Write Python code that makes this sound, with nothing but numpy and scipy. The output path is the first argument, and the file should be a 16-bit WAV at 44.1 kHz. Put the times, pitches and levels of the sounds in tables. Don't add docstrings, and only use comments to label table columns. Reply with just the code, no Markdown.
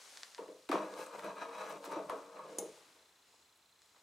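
import sys
import numpy as np
from scipy import signal
from scipy.fft import rfft, irfft
from scipy.io import wavfile

SR = 44100
rng = np.random.default_rng(int(sys.argv[2]) if len(sys.argv) > 2 else 0)


def unload_audio(sound):
    columns = np.transpose(np.atleast_2d(sound))
    steps = np.round(np.clip(columns, -1, 1) * 32767)
    wavfile.write(sys.argv[1], SR, steps.astype(np.int16))


N = 177590
TIME = np.arange(N) / SR
FREQS = np.maximum(np.arange(N + 1) * SR / (2 * N), 1)

# start in seconds, relative level in dB, contact resonance
# in Hz, contact damping from 0 to 1, crack level in dB, ring against the first wave in dB.
BUMPS = [(0.381, -43.5, 1030, 0.4, -50, 13), (0.386, -38, 440, 0.66, -77, 6.5),
         (0.48, -50, 450, 0.5, -60, 15), (0.6900, -35.5, 769, 0.01, -40.5, 7),
         (0.6912, -26.5, 286, 0.2, -55, -9), (0.715, -22.5, 1184, 0.05, -36, -2),
         (0.718, -30, 2420, 0.06, -65, 0), (0.7245, -24, 584, 0.55, -69, -4.5),
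         (0.727, -26, 1680, 0.2, -52, -3), (0.735, -25.5, 320, 0.3, -65, 2),
         (0.741, -23.5, 665, 0.27, -64, -1), (0.753, -22, 1064, 0.5, -69, -2),
         (0.802, -30.5, 1050, 0.7, -75, -2), (0.988, -35, 470, 0.3, -71, -9),
         (1.143, -38, 798, 0.26, -73, 1), (1.1938, -36, 1920, 0.4, -48, -10.5),
         (1.246, -42.5, 396.8, 0.16, -65, 1), (1.256, -46, 180, 0.32, -78, -0.5),
         (1.280, -32.5, 980, 0.2, -65, -4), (1.305, -35, 1000, 0.27, -61, -2),
         (1.419, -38, 1180, 0.41, -63, 3), (1.748, -49, 342, .44, -82.5, 1),
         (1.8415, -41.5, 1370, .44, -50, -1), (1.858, -44, 909.9, .44, -55, -3),
         (1.868, -43, 338, 0.3, -80, 4), (1.956, -31, 760, 0.38, -69, 4), (1.96, -39, 313, 0.16, -80, -0.5),
         (1.982, -40, 640.1, 0.06, -75, 5), (2.037, -52, 190, 0.55, -67.5, 5.5),
         (2.096, -26, 1280, 0.55, -42, 4), (2.119, -32, 633, 0.57, -90, 5),
         (2.3889, -34.5, 1091, 0.13, -81, 2.5), (2.579, -42.5, 199, 0.23, -76, -6.5),
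         (2.580, -32, 517, 0.4, -73, -3), (2.585, -37.5, 805, 0.03, -78, -6),
         (2.621, -36.5, 440, 0.3, -74, -2.5), (2.655, -42, 392, 0.32, -80, -3),
         (2.958, -62.5, 736.9, 0.59, -65.5, 10.5), (3.338, -56.5, 915.7, .44, -81, -3),
         (3.945, -61, 1010, 0.19, -68, 0), (3.961, -59, 1420, 0.36, -66.5, -6)]
# frequency in Hz, relative level in dB.
SKIN_COLOUR = [(30, -78.5), (115, -24), (155, -30), (200, -14), (230, -14), (275, -4), (400, -1.5),
               (620, 5), (770, -4.5), (930, 4), (1230, 0.5), (1850, -13.5), (2400, -10.5), (3100, -19),
               (15000, -50)]


def skin_bumps(scatter_db, low_share, delay_cycles, knee_hz):
    out = np.zeros((2, N))
    rings = [rfft(skin_ring(t60=0.37, dense_t60=0.49, dense_db=-1), 2 * N) for _ in range(3)]
    scatters = [rfft(unit_energy(widen(white()) * decay(0.062)), 2 * N) for _ in range(3)]
    wave = rms_one(shape(SKIN_COLOUR))
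    delay = np.exp(-2j * np.pi * delay_cycles * np.log(FREQS + knee_hz))
    for k, (s, db, contact_hz, damping, _, ring_db) in enumerate(BUMPS):
        contact = 1 / (1 - (FREQS / contact_hz) ** 2 + 1j * damping * FREQS / contact_hz)
        travel = contact * delay / (1 - 1j * low_share * contact_hz / FREQS) ** 2
        peak = np.abs(irfft(wave * travel)).max()
        returns = from_db(scatter_db) * wave * scatters[k % 3] + from_db(ring_db) * rings[k % 3]
        bump = irfft((wave + returns) * travel) / peak
        start = int(s * SR)
        out[:, start:] += from_db(db - 3.5) * bump[:, :N - start]
    return out


def skin_ring(t60, dense_t60, dense_db):
    # frequency in Hz, relative level in dB.
    skin_modes = [(156, -9), (187, -8.5), (201, -3.5), (291, -2), (318, -2), (388, -4), (421, 0), (445, 1),
                  (468, 5.5), (512, 6), (564, -1.5), (615, 2), (660, 3), (845, -3.5), (906, 4), (960, -7),
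                  (994, -9), (1035, -12), (1075, 1.5), (1117, 1.5), (1194, -2.5), (1264, 0), (1575, -9),
                  (1650, -8.5), (1725, -9.5), (2350, -14)]
    modes = np.zeros((2, N))
    for hz, db in skin_modes:
        strength = from_db(db + 1.5 * rng.standard_normal())
        modes[:, :SR] += strength * np.sin(2 * np.pi * (hz * TIME[:SR] + rng.random((2, 1))))
    clear = unit_energy(widen(modes * decay(t60)))
    dense = unit_energy(noise(SKIN_COLOUR) * decay(dense_t60))
    ring = (clear + from_db(dense_db) * dense) * (1 - np.exp(-TIME / 0.0011))
    return unit_energy(signal.sosfilt(signal.butter(3, 140, "high", fs=SR, output="sos"), ring))


def contact_cracks(crack_t60, tail_db, tail_t60):
    # frequency in Hz, relative level in dB.
    crack_colour = [(100, -49.5), (500, 19), (1500, 16.5), (3000, 10), (6000, 0), (9000, -2.5),
                    (15500, -20.5)]
    hits = clicks([(s, crack_db) for s, _, _, _, crack_db, _ in BUMPS])
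    fade = decay(crack_t60) + from_db(tail_db) * decay(tail_t60)
    return convolve(hits, fade) * noise(crack_colour)


def thread_drag(split_hz, bright_hz, sing_db, sing_from_db):
    # frequency in Hz, relative level in dB.
    weave_colour = [(100, -35), (1500, -6.5), (3000, -0.5), (4500, 1), (7000, 1), (8500, 1.5), (10000, -.5),
                    (12000, -2), (14000, -3), (15500, -10)]
    # frequency in Hz, width in Hz, relative level in dB.
    thread_modes = [(2460, 220, -8), (2560, 88, -1), (3920, 86, 1.5), (5820, 240, -6), (8200, 400, -18.5)]
    boom, rasp, hiss = pull_gains()
    jerks = slips(per_s=700, spread_db=2)
    body = travelling_ring(jerks[0], spot_change_s=0.1906)
    body += from_db(-4.5) * rms_one(filtered(jerks[0], shape(SKIN_COLOUR)))
    body = tension_waver(body, depth=0.011, per_s=7)
    low = filtered(body, 1 / (1 + (FREQS / split_hz) ** 8))
    snags = np.abs(convolve(slips(per_s=70, spread_db=2)[0], decay(0.006)))
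    rustle = jerks + white() * (from_db(2.5) + from_db(-13) * rms_one(snags))
    fibres = rms_one(widen(filtered(rustle, shape(weave_colour))))
    top = filtered(fibres, 1 / (1 + (bright_hz / FREQS) ** 8))
    fibres += top * (np.sqrt(hiss / from_db(-40)) - 1)
    sing = rms_one(widen(filtered(rustle, resonances(thread_modes))))
    sing = tension_waver(sing, depth=0.02, per_s=6)
    sing /= 1 + (from_db(sing_from_db) / (rasp + 1e-9)) ** 2
    booming = from_db(-2.5) * boom * rms_one(low)
    rasping = rasp * (from_db(-0.1) * rms_one(body - low) + from_db(sing_db) * sing)
    return judder(depth_db=2, per_s=65) * (booming + rasping) + from_db(-2) * hiss * fibres


def pull_gains(taut_s=0.725, slack_s=2.18, attack_s=0.007, boom_lag_s=0.0035, boom_decay_s=0.0129):
    # fastest moment in seconds, length in seconds,
    # relative rasp level in dB, then the offsets of boom and hiss from it in dB.
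    pulls = [(0.762, 0.094, -42.5, 1.5, -36), (0.83, 0.075, -52, 7, -10), (0.928, 0.081, -54, 7, -12),
             (1.011, 0.079, -47.5, 0, -5), (1.149, 0.043, -49, 2, -13), (1.189, 0.04, -55, 3, -4.5),
             (1.253, 0.053, -47, 5, -12), (1.301, 0.042, -46, 4, -21), (1.426, 0.061, -43.5, -2, -24),
             (1.606, 0.098, -43.5, -4, -14.5), (1.707, 0.049, -47.5, 0, -7.5),
             (1.763, 0.055, -56, 8.5, -10), (1.856, 0.025, -51.5, 2.5, -1.5),
             (1.924, 0.0277, -52.5, 5, -3.5), (1.958, 0.064, -45, 4, -29), (2.114, 0.09, -55.5, 8.5, -10),
             (2.384, 0.15, -54, 2.5, -15), (2.454, 0.04, -60, 10, -12), (2.523, 0.041, -66, 18, -8),
             (2.626, 0.073, -68.5, 22.5, -18)]
    creep = held(taut_s, slack_s, attack_s, release_s=0.46)
    boom_power, rasp_power, hiss_power = [(from_db(db) * creep) ** 2 for db in (-72, -67, -63.5)]
    for s, length, db, boom_db, hiss_db in pulls:
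        speed = np.exp(-np.minimum(np.abs(2 * (TIME - s) / length) ** 1.25 / 2, 20))
        level = from_db(db) * speed
        boom_power += (level * from_db(boom_db)) ** 2
        rasp_power += level ** 2
        hiss_power += (level * from_db(hiss_db)) ** 2
    late = np.interp(TIME - boom_lag_s, TIME, boom_power)
    pole = np.exp(-1 / (boom_decay_s * SR))
    boom_power = signal.lfilter([1 - pole], [1, -pole], late)
    taut = np.exp(np.minimum(TIME - taut_s, 0) / attack_s)
    return taut * np.sqrt([boom_power, rasp_power, hiss_power])


def slips(per_s, spread_db):
    sizes = from_db(spread_db * np.minimum(rng.exponential(1, (2, N)), 4))
    signs = rng.choice([-1, 1], (2, N))
    return rms_one(sizes * signs * (rng.random((2, N)) < per_s / SR))


def travelling_ring(jerks, spot_change_s):
    angle = np.pi / 2 * TIME / spot_change_s
    return sum(convolve(jerks * share, skin_ring(t60=0.41, dense_t60=0.21, dense_db=-3.5))
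               for share in (np.cos(angle), np.sin(angle)))


def tension_waver(x, depth, per_s):
    speed = depth * np.interp(TIME * per_s, np.arange(200), rng.standard_normal(200))
    place = np.arange(N) + np.cumsum(speed - speed.mean())
    return np.array([np.interp(place, np.arange(N), channel) for channel in x])


def judder(depth_db, per_s):
    knots = np.clip(rng.standard_normal(400), -1.5, 1.5)
    return rms_one(from_db(depth_db * np.interp(TIME * per_s, np.arange(400), knots)))


def thread_hiss(fade_s):
    # time in seconds, relative level in dB.
    draw = [(0.0, -61), (0.198, -60), (0.384, -66), (0.48, -70.5), (0.68, -71)]
    # frequency in Hz, relative level in dB.
    thread_colour = [(120, -53), (200, -17), (340, -14), (465, -7.5), (709, -7), (821, -6.5), (1840, -6),
                     (2910, -8), (4040, -6.5), (6520, -6.5), (9750, -11.5), (16000, -32)]
    times, db = np.transpose(draw)
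    outside_s = np.maximum(np.maximum(times[0] - TIME, TIME - times[-1]), 0)
    level = from_db(np.interp(TIME, times, db) + 3) * np.exp(-(outside_s / fade_s) ** 2)
    return level * rms_one(widen(filtered(slips(per_s=19000, spread_db=3.5), shape(thread_colour))))


def thread_ticks():
    # start in seconds, relative level in dB.
    ticks = [(0.1728, -23.5), (0.2329, -17.5), (0.3477, -25), (0.9394, -29), (1.0272, -37.5),
             (3.8193, -39.5)]
    # frequency in Hz, relative level in dB, seconds to fall by 60 dB.
    tick_modes = [(1820, -12.5, 0.0038), (3500, -12.5, 0.0037), (4716, -6.5, 0.00228), (7240, -8, 0.001)]
    snap = sum((-1) ** k * from_db(db) * np.sin(2 * np.pi * hz * TIME) * decay(t60)
               for k, (hz, db, t60) in enumerate(tick_modes))
    snap = signal.sosfilt(signal.butter(2, [600, 8500], "band", fs=SR, output="sos"), snap)
    direct = convolve(clicks(ticks), from_db(-3) * snap)
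    return workshop_reverb(direct, wet_db=-11.5, t60=0.11) * from_db([[-0.7], [0.7]])


def finger_scratches(t60, width_octaves):
    # start in seconds, level in dB, centre frequency in Hz.
    scratches = [(0.694, -50.5, 8700), (0.716, -50.5, 11000), (0.820, -63, 8000), (1.042, -52.5, 8250),
                 (1.064, -51, 7840), (1.069, -54.5, 7852), (1.244, -52, 10170), (1.2574, -58.5, 9500),
                 (1.356, -62, 11000), (1.697, -52, 10990), (1.849, -49, 11500), (1.915, -61, 12000),
                 (2.0984, -49, 10200), (3.559, -70, 10000), (3.573, -63, 9700), (3.818, -64, 8040),
                 (3.859, -67.5, 9000)]
    out = np.zeros((2, N))
    grit = widen(white())
    for s, db, hz in scratches:
        band = np.exp(-(np.log2(FREQS / hz) / width_octaves) ** 2 / 2)
        puff = from_db(db) * rms_one(filtered(grit, band))
        start = int(s * SR)
        out[:, start:] += puff[:, start:] * decay(t60)[:N - start]
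    return out


def scissors():
    # start in seconds, relative level in dB.
    clinks = [(2.5853, -27)]
    # frequency in Hz, relative level in dB, seconds to fall by 60 dB.
    steel_modes = [(2160, -15, .08), (3000, -16, .05), (3690, -16, .1), (4000, -17, .07), (4980, -14, .05),
                   (5880, -11, .07), (6448, -1, .06), (6470, -11, .15), (6826, -10, .04), (7122, -10, .16),
                   (7499, -13, .13), (7900, -12, .1), (8150, -14, .12), (9130, -2, .05), (9190, -13, .14),
                   (9378, -6, .08), (9780, -7, .12), (9986, -8, .12), (10130, -13, .14), (10470, -12, .15),
                   (10690, -15, .15), (11040, -16, .08), (13590, -7.5, .14), (13700, -18, .12),
                   (14050, -19, .18), (14230, -21, .18)]
    # frequency in Hz, relative level in dB.
    steel_colour = [(300, -36), (1000, -6.5), (2200, -14), (4000, -8.5), (5000, -12), (5800, 2),
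                    (6600, 10.5), (7400, 1.5), (8500, -8.5), (9300, 13), (10200, -3.5), (11500, -9),
                    (12500, -15), (13600, -3), (15500, -34)]
    ring = sum(from_db(db) * np.sin(2 * np.pi * (hz * TIME + rng.random())) * decay(t60)
               for hz, db, t60 in steel_modes)
    chink = noise(steel_colour) * (decay(0.028) + from_db(-21) * decay(0.42))
    clear = workshop_reverb(ring, wet_db=-4, t60=0.28)
    return convolve(clicks(clinks), from_db(-17.5) * clear + from_db(-3.5) * chink)


def sleeve_and_grip(attack_s, sleeve_release_s, grip_release_s):
    # start in seconds, length in seconds, sleeve level in dB, grip level in dB.
    moves = [(2.5, 0.29, -63, -72), (3.28, 0.14, -79, -74), (3.599, .15, -100, -95),
             (3.826, 0.23, -78.5, -76)]
    # frequency in Hz, relative level in dB.
    slide_colour = [(80, -23), (300, 2.5), (1000, 0), (3000, -3.5), (6000, -6), (8000, -9), (10000, -9.5),
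                    (12000, -17.5), (16000, -31)]
    # frequency in Hz, width in Hz, relative level in dB.
    handle_modes = [(5300, 690, 12), (6850, 240, 18.5), (7780, 210, 17)]
    sleeve, grip = np.zeros((2, N))
    for s, length, sleeve_db, grip_db in moves:
        sleeve += from_db(sleeve_db) * held(s, s + length, attack_s, sleeve_release_s)
        grip += from_db(grip_db) * held(s, s + length, attack_s, grip_release_s)
    rustle = sleeve * noise(slide_colour)
    return rustle + grip * rms_one(filtered(noise(slide_colour), resonances(handle_modes)))


def electronic_buzz(rate_hz, pulse_s, first_s):
    # frequency in Hz, typical peak level in dB.
    buzz_tones = [(4066, -67.5), (3510, -75)]
    count, since_s = np.divmod(TIME - first_s, 1 / rate_hz)
    from_peak_s = since_s - 0.5 / rate_hz
    strength = from_db(1.5 * rng.standard_normal(200))[count.astype(int)]
    whine = sum(from_db(db) * np.cos(2 * np.pi * hz * from_peak_s) for hz, db in buzz_tones)
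    return strength * whine * np.exp(-(from_peak_s / pulse_s) ** 2)


def room_tone(level_db):
    # frequency in Hz, relative level in dB.
    room_colour = [(15, -72), (25, -75), (64, -10.5), (114, -12.5), (145, -14), (384, -13.5), (427, -10.5),
                   (560, -15.5), (887, -8.5), (2160, -13.5), (4030, -12), (4740, -16.5), (7920, -14.5),
                   (8590, -19.5), (16000, -24.5)]
    return from_db(level_db) * noise(room_colour)


def workshop_reverb(x, wet_db, t60):
    tail = noise([(100, -8.5), (1000, 4), (9000, -5), (16000, -24)])
    tail *= decay(t60) * (1 - np.exp(-TIME / 0.001))
    return x + from_db(wet_db) * convolve(x, unit_energy(tail))


def widen(pair):
    # frequency in Hz, side against mid in dB.
    stereo_width = [(40, -28), (130, -68), (350, -22.5), (700, -14.5), (1400, -7.5), (5000, -8.5),
                    (13000, -15)]
    return pair[0] + filtered(pair[1], shape(stereo_width)) * np.array([[1], [-1]])


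def white():
    return rng.standard_normal((2, N))


def noise(colour):
    return rms_one(widen(filtered(white(), shape(colour))))


def clicks(rows):
    out = np.zeros(N)
    for s, db in rows:
        out[int(s * SR)] += from_db(db)
    return out


def decay(t60):
    return from_db(-60 * np.minimum(TIME / t60, 5))


def held(start, end, attack_s, release_s):
    return np.exp(-np.maximum(start - TIME, 0) / attack_s - np.maximum(TIME - end, 0) / release_s)


def shape(points):
    hz, db = np.transpose(points)
    return from_db(np.interp(np.log(FREQS), np.log(hz), db))


def resonances(modes):
    return sum(from_db(db) / (1 + 2j * (FREQS - hz) / width) for hz, width, db in modes)


def filtered(x, response):
    return irfft(rfft(x, 2 * N) * response)[..., :N]


def convolve(x, response):
    return filtered(x, rfft(response, 2 * N))


def from_db(db):
    return 10 ** (np.asarray(db) / 20)


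def rms_one(x):
    return x / np.sqrt(np.mean(x ** 2) + 1e-20)


def unit_energy(x):
    return rms_one(x) / np.sqrt(N)


def scene():
    # frequency in Hz, lift of the left side and cut of the right in dB.
    left_lean = [(200, 0), (700, .4), (2000, .9), (5000, 1.05), (10000, .45)]
    near = skin_bumps(scatter_db=-5.5, low_share=0.35, delay_cycles=4.3, knee_hz=281.5)
    near += thread_drag(split_hz=704, bright_hz=9540, sing_db=-13, sing_from_db=-55)
    near += contact_cracks(crack_t60=0.011, tail_db=-7.5, tail_t60=0.3)
    near += thread_hiss(fade_s=0.022) + thread_ticks()
    near += finger_scratches(t60=0.013, width_octaves=0.33)
    near += scissors()
    near += sleeve_and_grip(attack_s=0.038, sleeve_release_s=0.308, grip_release_s=0.067)
    background = electronic_buzz(rate_hz=29.98, pulse_s=0.00418, first_s=0.0083) + room_tone(-71.5)
    lean = shape(left_lean)
    return filtered(near, np.array([lean, 1 / lean])) + background


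def record(dry):
    cutoff_hz = 15800
    return filtered(dry, 1 / np.sqrt(1 + (FREQS / cutoff_hz) ** 160))


dry = scene()
out = record(dry)
unload_audio(out)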